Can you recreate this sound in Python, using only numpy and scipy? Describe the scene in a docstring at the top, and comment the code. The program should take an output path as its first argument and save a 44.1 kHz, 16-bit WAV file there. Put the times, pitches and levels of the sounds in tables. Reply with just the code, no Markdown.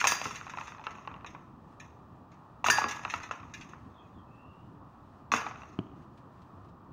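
"""Steel chains clash and jingle as three plastic discs hit a chain basket in a yard between flats. Each disc
knocks on the steel and sets the chains swinging, so their links tap one another and ring. Two discs ring the
pole and clatter down into the wire cage; the third glances off, rings the pole faintly and thuds on the lawn.
Behind them are light wind, a far bird and a few faint scuffs, and the house fronts give a soft echo."""
import sys
import numpy as np
from scipy import signal
from scipy.fft import rfft, irfft
from scipy.io import wavfile

SR = 44100
rng = np.random.default_rng(int(sys.argv[2]) if len(sys.argv) > 2 else 0)


def dump(signal):
    """Clip the signal to [-1, 1] and save it as 16-bit WAV at the path in sys.argv[1]."""
    limited = np.clip(np.atleast_2d(signal).T, -1, 1)
    pcm = np.round(limited * 32767).astype(np.int16)
    wavfile.write(sys.argv[1], SR, pcm)


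N = 305172
T = np.arange(N) / SR

# Levels are relative: the functions add their own gain. ring_s is the time to fade by 60 dB.
# tone of the wind and the far town: frequency_hz, level_db
AIR_SPECTRUM = [(15, -46.5), (25, -4.5), (38, -14.5), (70, 0.5), (111, 2.5), (301, -3.5), (463, -13.5),
                (1190, -7.5), (1560, -24), (1840, -24), (2160, -38.5), (2410, -32), (3340, -36.5),
                (8140, -48.5), (16000, -63.5)]
# chain strands slap together (harder is brighter): start_s, level_db, hardness_db_per_octave
CHAIN_SLAPS = [(0.0014, -24, -3), (0.0429, -22.5, 2), (0.0707, -10.5, 7), (0.1136, -18, 10),
               (0.2397, -28.5, 1.5), (0.3564, -33.5, -0.5), (0.496, -43, -3), (0.6721, -42, -8),
               (0.839, -47, -3), (0.907, -47.5, 1), (1.263, -41.5, -6), (1.7991, -42, -1),
               (2.3166, -58.5, -8), (2.643, -28.5, -2), (2.6646, -21, 1), (2.7013, -12.5, 9),
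               (2.7874, -27, 6), (2.8844, -28, 1), (2.9098, -28, -0.5), (3.0992, -32, -6),
               (3.1388, -36.5, -5), (3.2316, -38.5, -8), (3.3113, -39, -9.5), (3.5379, -36, -3),
               (3.6104, -42, -6), (3.6897, -50, 2), (5.3177, -24, -2), (5.3377, -25.5, -2),
               (5.3616, -27.5, -2), (5.4844, -49, 3)]
# tones of a chain link: pitch_hz, spread_between_links_hz, level_db, ring_s
LINK_TONES = [(1944, 200, 0.5, 0.12), (2565, 140, -0.5, 0.12), (3556, 390, -3, 0.088),
              (5755, 460, -2, 0.091), (6460, 150, 1.5, 0.048), (7160, 210, -12.5, .08),
              (9020, 480, -14.5, 0.035), (11030, 740, -27.5, 0.2), (14830, 304, -21, .09)]
# throws that swing the chains and rattle the disc:
# start_s, jingle_db, fade_db_per_s, swing_back_at_s, between_swings_s, rattle_db, rattle_length_s
DISC_THROWS = [(0.0, -45.5, 29, 0.63, 0.36, -27, 1.25), (2.645, -47, 31, 3.16, .47, -27, .8),
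               (5.32, -55, 55, 5.67, .33, -26, .35)]
# main knocks of a disc on steel: start_s, disc_level_db, disc_pitch_hz, steel_level_db
MAIN_KNOCKS = [(0.013, -16, 1380, -24.5), (0.042, -11.5, 1120, -21), (0.051, -16.5, 976, -21.5),
               (0.071, -15, 1145, -16.5), (0.121, -15, 1173, -23), (0.215, -24, 907, -33),
               (0.255, -23, 1206, -36), (0.496, -32, 1300, -42), (0.573, -28.5, 870, -39),
               (0.585, -25, 1240, -39.5), (0.611, -27, 1106, -36.5), (0.84, -33, 1200, -45),
               (0.868, -19.5, 1226, -29.5), (1.075, -25, 1023, -38), (1.141, -35, 1085, -48),
               (1.246, -28.5, 1094, -46), (1.349, -32, 1008, -52), (2.643, -16.5, 1004, -26.5),
               (2.662, -13, 1246, -28), (2.685, -11.5, 930, -20.5), (2.7, -12, 1450, -15.5),
               (2.777, -16.5, 1540, -32), (2.784, -13.5, 890, -28), (2.819, -17, 1130, -38),
               (2.841, -16, 1213, -30.5), (3.05, -21, 1192, -30.5), (3.139, -17, 1313, -26.5),
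               (3.311, -19, 1234, -39), (3.734, -33, 1204, -57), (5.318, -14, 1123, -28),
               (5.338, -7, 1231, -26.5), (5.418, -24.5, 998, -38.5), (5.465, -24, 1010, -42)]
# tones of a plastic disc: pitch_multiple, level_db, ring_s
DISC_TONES = [(.71, -8, .02), (.86, 1, 0.02), (1.019, 4.5, 0.023), (1.199, -5, .016), (1.5, -7.5, 0.017)]
# tones of the wire or rim that the disc hits: pitch_hz, level_db, ring_s
CLANK_TONES = [(1914, -5, 0.02), (2350, -2.5, .016), (2603, 2, 0.021), (3007, -8.5, 0.0027),
               (3780, -6.5, 0.01), (5800, -16, 0.008)]
# strength of the wire cage's tones, low to high: pitch_hz, level_db
CAGE_SPECTRUM = [(90, -17.5), (250, -10), (550, -13), (850, -5), (1250, 1.5), (1500, -8.5), (2500, -15),
                 (3200, -19)]
# heavy blows that shake the basket's frame: start_s, level_db
FRAME_SHAKES = [(0.072, -53), (0.257, -38.5), (2.688, -33.5), (2.843, -35.5), (5.321, -37), (5.338, -34.5)]
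# tones of the frame: pitch_hz, level_db, ring_s
FRAME_TONES = [(83, -9.5, .3), (120.5, -7, 0.358), (156, -9.5, 0.065), (233, -3.5, 0.19), (303, -6.5, 0.14),
               (416, -6.5, 0.3), (495.4, -8, 0.17)]
# blows on the steel pole: start_s, level_db, hardness_db_per_octave
POLE_HITS = [(0.073, -29, 5), (0.114, -36, 5), (2.703, -22.5, 0), (5.338, -45, 0)]
# tones of the pole: pitch_hz
POLE_PITCHES = [1673, 1788, 1907, 2580, 4661, 4731, 4793, 5361, 5857, 6526, 9078, 9157, 9318, 9889]
# how each of those tones rings: level_db, ring_s
POLE_RINGS = [(-1, .6), (-2, .37), (-17, .7), (-19, .4), (-14, .36), (-18, .45), (-8.5, .39), (-16, .28),
              (-20, .28), (-14, .22), (-18, .21), (-23, .22), (-26, .2), (-28, .18)]
# notes of a far bird: start_s, length_s, first_pitch_hz, last_pitch_hz, level_db
BIRD_NOTES = [(3.94, .08, 3550, 3250, -65), (3.96, .1, 2620, 2490, -70), (4.13, .07, 3600, 3200, -70),
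              (4.26, .41, 2590, 2940, -65)]
# tones of a disc hitting the lawn: pitch_hz, level_db, ring_s
THUD_TONES = [(116, -10.5, 0.15), (181, -3, 0.067), (254, -0.5, 0.036), (398, -5.5, 0.026),
              (646, -17, 0.054), (1190, -4.5, 0.0058)]
# faint scuffs across the yard: start_s, level_db
FAR_SCUFFS = [(6.021, -61.5), (6.1743, -54), (6.417, -56), (6.6444, -60.5), (6.6854, -59.5)]
# echoes from the house fronts: delay_s, level_db
WALL_ECHOES = [(0.046, -26.5), (0.078, -24.5), (0.126, -27.5)]


def from_db(db):
    """Turn decibels into a number to multiply a sound by."""
    return 10 ** (np.asarray(db) / 20)


def unit_energy(x):
    """Scale so that the squares add up to one."""
    return x / np.sqrt(np.sum(x ** 2) + 1e-20)


def level_at(spectrum, hz):
    """Read the level in dB between the points of a spectrum, with octaves evenly spaced."""
    points_hz, db = np.transpose(spectrum)
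    return np.interp(np.log(np.maximum(hz, 1)), np.log(points_hz), db)


def band(x, low_hz, high_hz):
    """Gently turn down everything outside two frequencies."""
    edges_hz = [low_hz, min(high_hz, .45 * SR)]
    return signal.sosfilt(signal.butter(2, edges_hz, "band", fs=SR, output="sos"), x)


def drift(per_s):
    """Wander around zero, heading for a new random value per_s times a second."""
    targets = rng.standard_normal(int(N / SR * per_s) + 2)
    return np.interp(T * per_s, np.arange(len(targets)), targets)


def fade(ring_s, size):
    """Die away from one, losing 60 dB every ring_s; size is in samples."""
    return from_db(-60 * T[:size] / ring_s)


def struck(hz, db, ring_s, size):
    """A struck object: fading tones start together, each swinging up or down first by chance."""
    signs = rng.choice([-1, 1], len(hz))
    return sum(sign * from_db(level) * fade(ring, size) * np.sin(2 * np.pi * pitch * T[:size])
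               for sign, pitch, level, ring in zip(signs, hz, db, ring_s))


def add(out, start_s, sound):
    """Mix a sound into out at the given time."""
    start = max(round(start_s * SR), 0)
    out[start:start + len(sound)] += sound[:len(out) - start]


def wind_and_town(level_db=-52, gust_db=2.5, waver_db=1.13, edges_hz=(349.3, 795, 1550, SR)):
    """A far hush: wind makes the low end lumpy, and each higher band wavers by itself."""
    hz = np.fft.rfftfreq(N, 1 / SR)
    noise = rfft(rng.standard_normal(N)) * from_db(level_at(AIR_SPECTRUM, hz))
    below_edge = [irfft(noise / (1 + (hz / edge) ** 8), N) for edge in edges_hz]
    wind = below_edge[0] * from_db(gust_db * drift(16))
    hush = sum(part * from_db(waver_db * drift(11)) for part in np.diff(below_edge, axis=0))
    return from_db(level_db) * np.sqrt(N) * unit_energy(wind + hush)


def high_hiss(level_db=-91):
    """A thin, steady, very high hiss."""
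    return from_db(level_db) * np.sqrt(N) * unit_energy(band(rng.standard_normal(N), 14500, 15900))


def chain_motion(swing_db=5.5, stir_db=-19, settle_db_per_s=190):
    """How lively the chains are, in dB: a throw starts a dying swing, a slap briefly stirs the links."""
    power = np.zeros(N)
    for start_s, db, fade_db_per_s, back_s, period_s, *_ in DISC_THROWS:
        # the jingle swells each time the strands swing together
        swell_db = swing_db * np.cos(2 * np.pi * (start_s + T - back_s) / period_s)
        add(power, start_s, from_db(db + swell_db - fade_db_per_s * T) ** 2)
    stir = from_db(stir_db - settle_db_per_s * T[:SR])
    for start_s, db, _ in CHAIN_SLAPS:
        add(power, start_s, (from_db(db) * stir) ** 2)
    return 10 * np.log10(power + 1e-20)


def swing_touches(level_db=-3, brisk_per_s=700, brisk_db=-40.5, still_db=-92, uneven_db=2.2):
    """Swinging links meet at random, more often and harder when lively. 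Rows are like CHAIN_SLAPS."""
    motion_db = chain_motion()
    per_s = brisk_per_s * from_db(.24 * (motion_db - brisk_db))
    touching = (rng.random(N) < per_s / SR) & (motion_db > still_db)
    # the power of the swing is shared among its touches
    touch_db = motion_db + level_db - 10 * np.log10(per_s / brisk_per_s) + rng.normal(0, uneven_db, N)
    hardness = 2.5 + .14 * (motion_db - brisk_db)
    return np.c_[T, touch_db, hardness][touching]


def slap_touches(level_db=-11, fall_db=13, length_s=.013, brisk_db=-28.5, count=12):
    """A slap runs along a strand as a quick, fading burst of touches. Rows are like CHAIN_SLAPS."""
    rows = []
    for start_s, db, hardness in CHAIN_SLAPS:
        along = (np.arange(count) + rng.random(count)) / count
        touch_hardness = np.full(count, hardness + .1323 * (db - brisk_db))
        rows.append(np.c_[start_s + length_s * along ** 2, db + level_db - fall_db * along, touch_hardness])
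    return np.vstack(rows)


def chains(level_db=-5, contact_s=.00015, most_lift_db=5.5, count=120, size=5500):
    """Every touch makes a dry tick and rings one link; the links are alike, but each has its own pitches."""
    hz, spread_hz, tone_db, ring_s = np.transpose(LINK_TONES)
    pitches = hz + spread_hz * rng.standard_normal((count, len(hz)))
    # a link swells while the contact lasts, then dies away
    swell = 1 - np.exp(-(T[:size] / contact_s) ** 2)
    links = np.sin(2 * np.pi * pitches[..., None] * T[:size]) * swell * fade(ring_s[:, None], size)
    rings, ticks = np.zeros(N), np.zeros(N)
    for start_s, db, hardness in np.vstack([slap_touches(), swing_touches()]):
        signs = np.sign(rng.standard_normal(len(hz)))
        # a soft touch favours the low tones, a hard one the high tones
        tilt_db = np.minimum(hardness * np.log2(hz / 6000), most_lift_db)
        shares = from_db(tone_db + tilt_db) * signs
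        add(rings, start_s, from_db(db + level_db) * shares @ links[rng.integers(count)])
        add(ticks, start_s, from_db(db) * signs[:1])
    return rings + band(band(ticks, 700, 6500), 700, 6500)


def disc_rattles(per_s=26, fall_db=15, uneven_db=3, pitch_hz=1130, steel_db=-14, most_count=40):
    """A tumbling disc makes small, uneven knocks that grow weaker. Rows are like MAIN_KNOCKS."""
    rows = []
    for start_s, *_, rattle_db, length_s in DISC_THROWS:
        age_s = np.cumsum(rng.uniform(.3, 1.7, most_count)) / per_s
        db = rattle_db - fall_db * age_s / length_s + uneven_db * rng.uniform(-1, 1, most_count)
        hz = pitch_hz * np.exp(rng.normal(0, .12, most_count))
        rows.append(np.c_[start_s + age_s, db, hz, db + steel_db][age_s < length_s])
    return np.vstack(rows)


def disc_knocks(knocks, level_db=-2, clank_db=6, hard_db=-20, bounce_db=-5.5, bounce_s=.003002, size=4096):
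    """A knock is the dull note of the disc, which bounces once, and the brief clank of the steel it hits."""
    discs, clanks = np.zeros(N), np.zeros(N)
    multiple, tone_db, ring_s = np.transpose(DISC_TONES)
    steel_hz, steel_tone_db, steel_ring_s = np.transpose(CLANK_TONES)
    for start_s, disc_db, pitch_hz, steel_db in knocks:
        hz = pitch_hz * multiple * (1 + .04 * rng.standard_normal(len(multiple)))
        note = struck(hz, tone_db + rng.normal(0, .84, len(hz)), ring_s, size)
        add(note, bounce_s * rng.uniform(.5, 2.002), struck(hz, tone_db + bounce_db, ring_s, size))
        add(discs, start_s, from_db(disc_db + level_db) * note / np.abs(note).max())
        clank_hz = steel_hz * (1 + .04 * rng.standard_normal(len(steel_hz)))
        clank = struck(clank_hz, steel_tone_db, steel_ring_s, size)
        crack_db = -10 + .3 * (steel_db - hard_db)   # harder knocks crack more
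        clank += from_db(crack_db) * rng.standard_normal(size) * fade(.0071, size)
        add(clanks, start_s, from_db(steel_db + clank_db) * clank / np.abs(clank).max())
    return band(discs, 450, 2600) + band(band(clanks, 1000, 7500), 700, 7000)


def cage(knocks, level_db=-13, ring_s=.39, count=220, size=18000):
    """The welded wires have many close tones; each knock rings a new mix of them."""
    hz = np.linspace(CAGE_SPECTRUM[0][0], CAGE_SPECTRUM[-1][0], count) + rng.uniform(-6.5, 7, count)
    strengths = from_db(level_at(CAGE_SPECTRUM, hz))
    tones = strengths[:, None] * np.sin(2 * np.pi * hz[:, None] * T[:size]) * fade(ring_s, size)
    out = np.zeros(N)
    for start_s, db, *_ in knocks:
        shares = unit_energy(rng.standard_normal(count))
        add(out, start_s, from_db(db + level_db) * shares @ tones)
    return band(out, 75, 5100)


def frame(size=22000):
    """After a heavy blow, pole and cage sway together with a low, short boom."""
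    out = np.zeros(N)
    for start_s, db in FRAME_SHAKES:
        add(out, start_s, from_db(db) * struck(*np.transpose(FRAME_TONES), size))
    return band(out, 78.8, 900)


def pole(twin_db=-10, twin_spread_hz=30, size=SR):
    """The steel tube rings; it is not quite round, so each tone has a weak twin that makes it wobble."""
    out, hz = np.zeros(N), np.array(POLE_PITCHES)
    tone_db, ring_s = np.transpose(POLE_RINGS)
    for start_s, hit_db, hardness in POLE_HITS:
        db = tone_db + hit_db + hardness * np.log2(hz / 4000)
        twin_hz = hz + twin_spread_hz * rng.standard_normal(len(hz))
        add(out, start_s, struck(hz, db, ring_s, size) + struck(twin_hz, db + twin_db, ring_s, size))
    return band(out, 900, 13000)


def bird(waver=.02, edge_db=-10, blur_s=.196, size=16000):
    """Short falling notes and a long rising whistle, raspy, loudest midway and blurred by distance."""
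    out = np.zeros(N)
    for start_s, length_s, first_hz, last_hz, db in BIRD_NOTES:
        hz = np.interp(T, [start_s, start_s + length_s], [first_hz, last_hz]) * (1 + waver * drift(300))
        off_middle = np.minimum(np.abs(2 * (T - start_s) / length_s - 1), 1)
        swell = from_db(db + edge_db * off_middle ** 2) * (off_middle < 1)
        rasp = 1 + drift(240)
        out += swell * rasp * np.sin(2 * np.pi * np.cumsum(hz) / SR)
    blur = unit_energy(rng.standard_normal(size) * fade(blur_s, size))
    return signal.fftconvolve(out, blur)[:N]


def lawn_landing(start_s=5.789, level_db=-21.5, crunch_db=-1.5, crunch_s=.011, size=12000):
    """The disc drums on the lawn, with a short crunch of dry grass."""
    out = np.zeros(N)
    crunch = from_db(crunch_db) * band(rng.standard_normal(size) * fade(crunch_s, size), 2440, 3230)
    thud = band(struck(*np.transpose(THUD_TONES), size), 100, 2000)
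    add(out, start_s, from_db(level_db) * (thud + crunch))
    return out


def scuffs(level_db=-1, rise_s=.0013, fade_s=.098, size=8000):
    """Small gritty scrapes far off, each a quick puff of noise."""
    out = np.zeros(N)
    shape = (1 - np.exp(-T[:size] / rise_s)) * fade(fade_s, size)
    for start_s, db in FAR_SCUFFS:
        add(out, start_s, from_db(db + level_db) * rng.standard_normal(size) * shape)
    return band(out, 1000, 4200)


def yard_echo(sound, tail_db=-19.5, low_ring_s=.83, high_ring_s=.74, high_db=-5, size=SR):
    """The walls send back a few dull echoes and a thin tail whose high part dies first."""
    low, high = rng.standard_normal((2, size))
    tail = band(low, 120, 2200) * fade(low_ring_s, size)
    tail += from_db(high_db) * band(high, 3700, 6500) * fade(high_ring_s, size)
    walls = np.zeros(size)
    for delay_s, db in WALL_ECHOES:
        add(walls, delay_s, from_db([db]))
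    echoes = band(walls, 120, 7100) + from_db(tail_db) * unit_energy(tail)
    return signal.fftconvolve(sound, echoes)[:N]


def scene():
    """Basket, lawn, bird and scuffs echo in the yard, over the wind and hiss."""
    knocks = np.vstack([MAIN_KNOCKS, disc_rattles()])
    basket = disc_knocks(knocks) + cage(knocks) + chains() + pole() + frame()
    direct = basket + lawn_landing() + bird() + scuffs()
    return (direct + yard_echo(direct) + wind_and_town() + high_hiss())[None]


def record(dry, ceiling=.7, low_hz=20, high_hz=15750):
    """Round off the loudest peaks, then cut the deepest bass and the highest treble."""
    rounded = ceiling * np.tanh(dry / ceiling)
    bass_cut = signal.sosfilt(signal.butter(1, low_hz, "high", fs=SR, output="sos"), rounded)
    return signal.sosfilt(signal.ellip(10, .2, 70, high_hz, fs=SR, output="sos"), bass_cut)


dry = scene()
out = record(dry)
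dump(out)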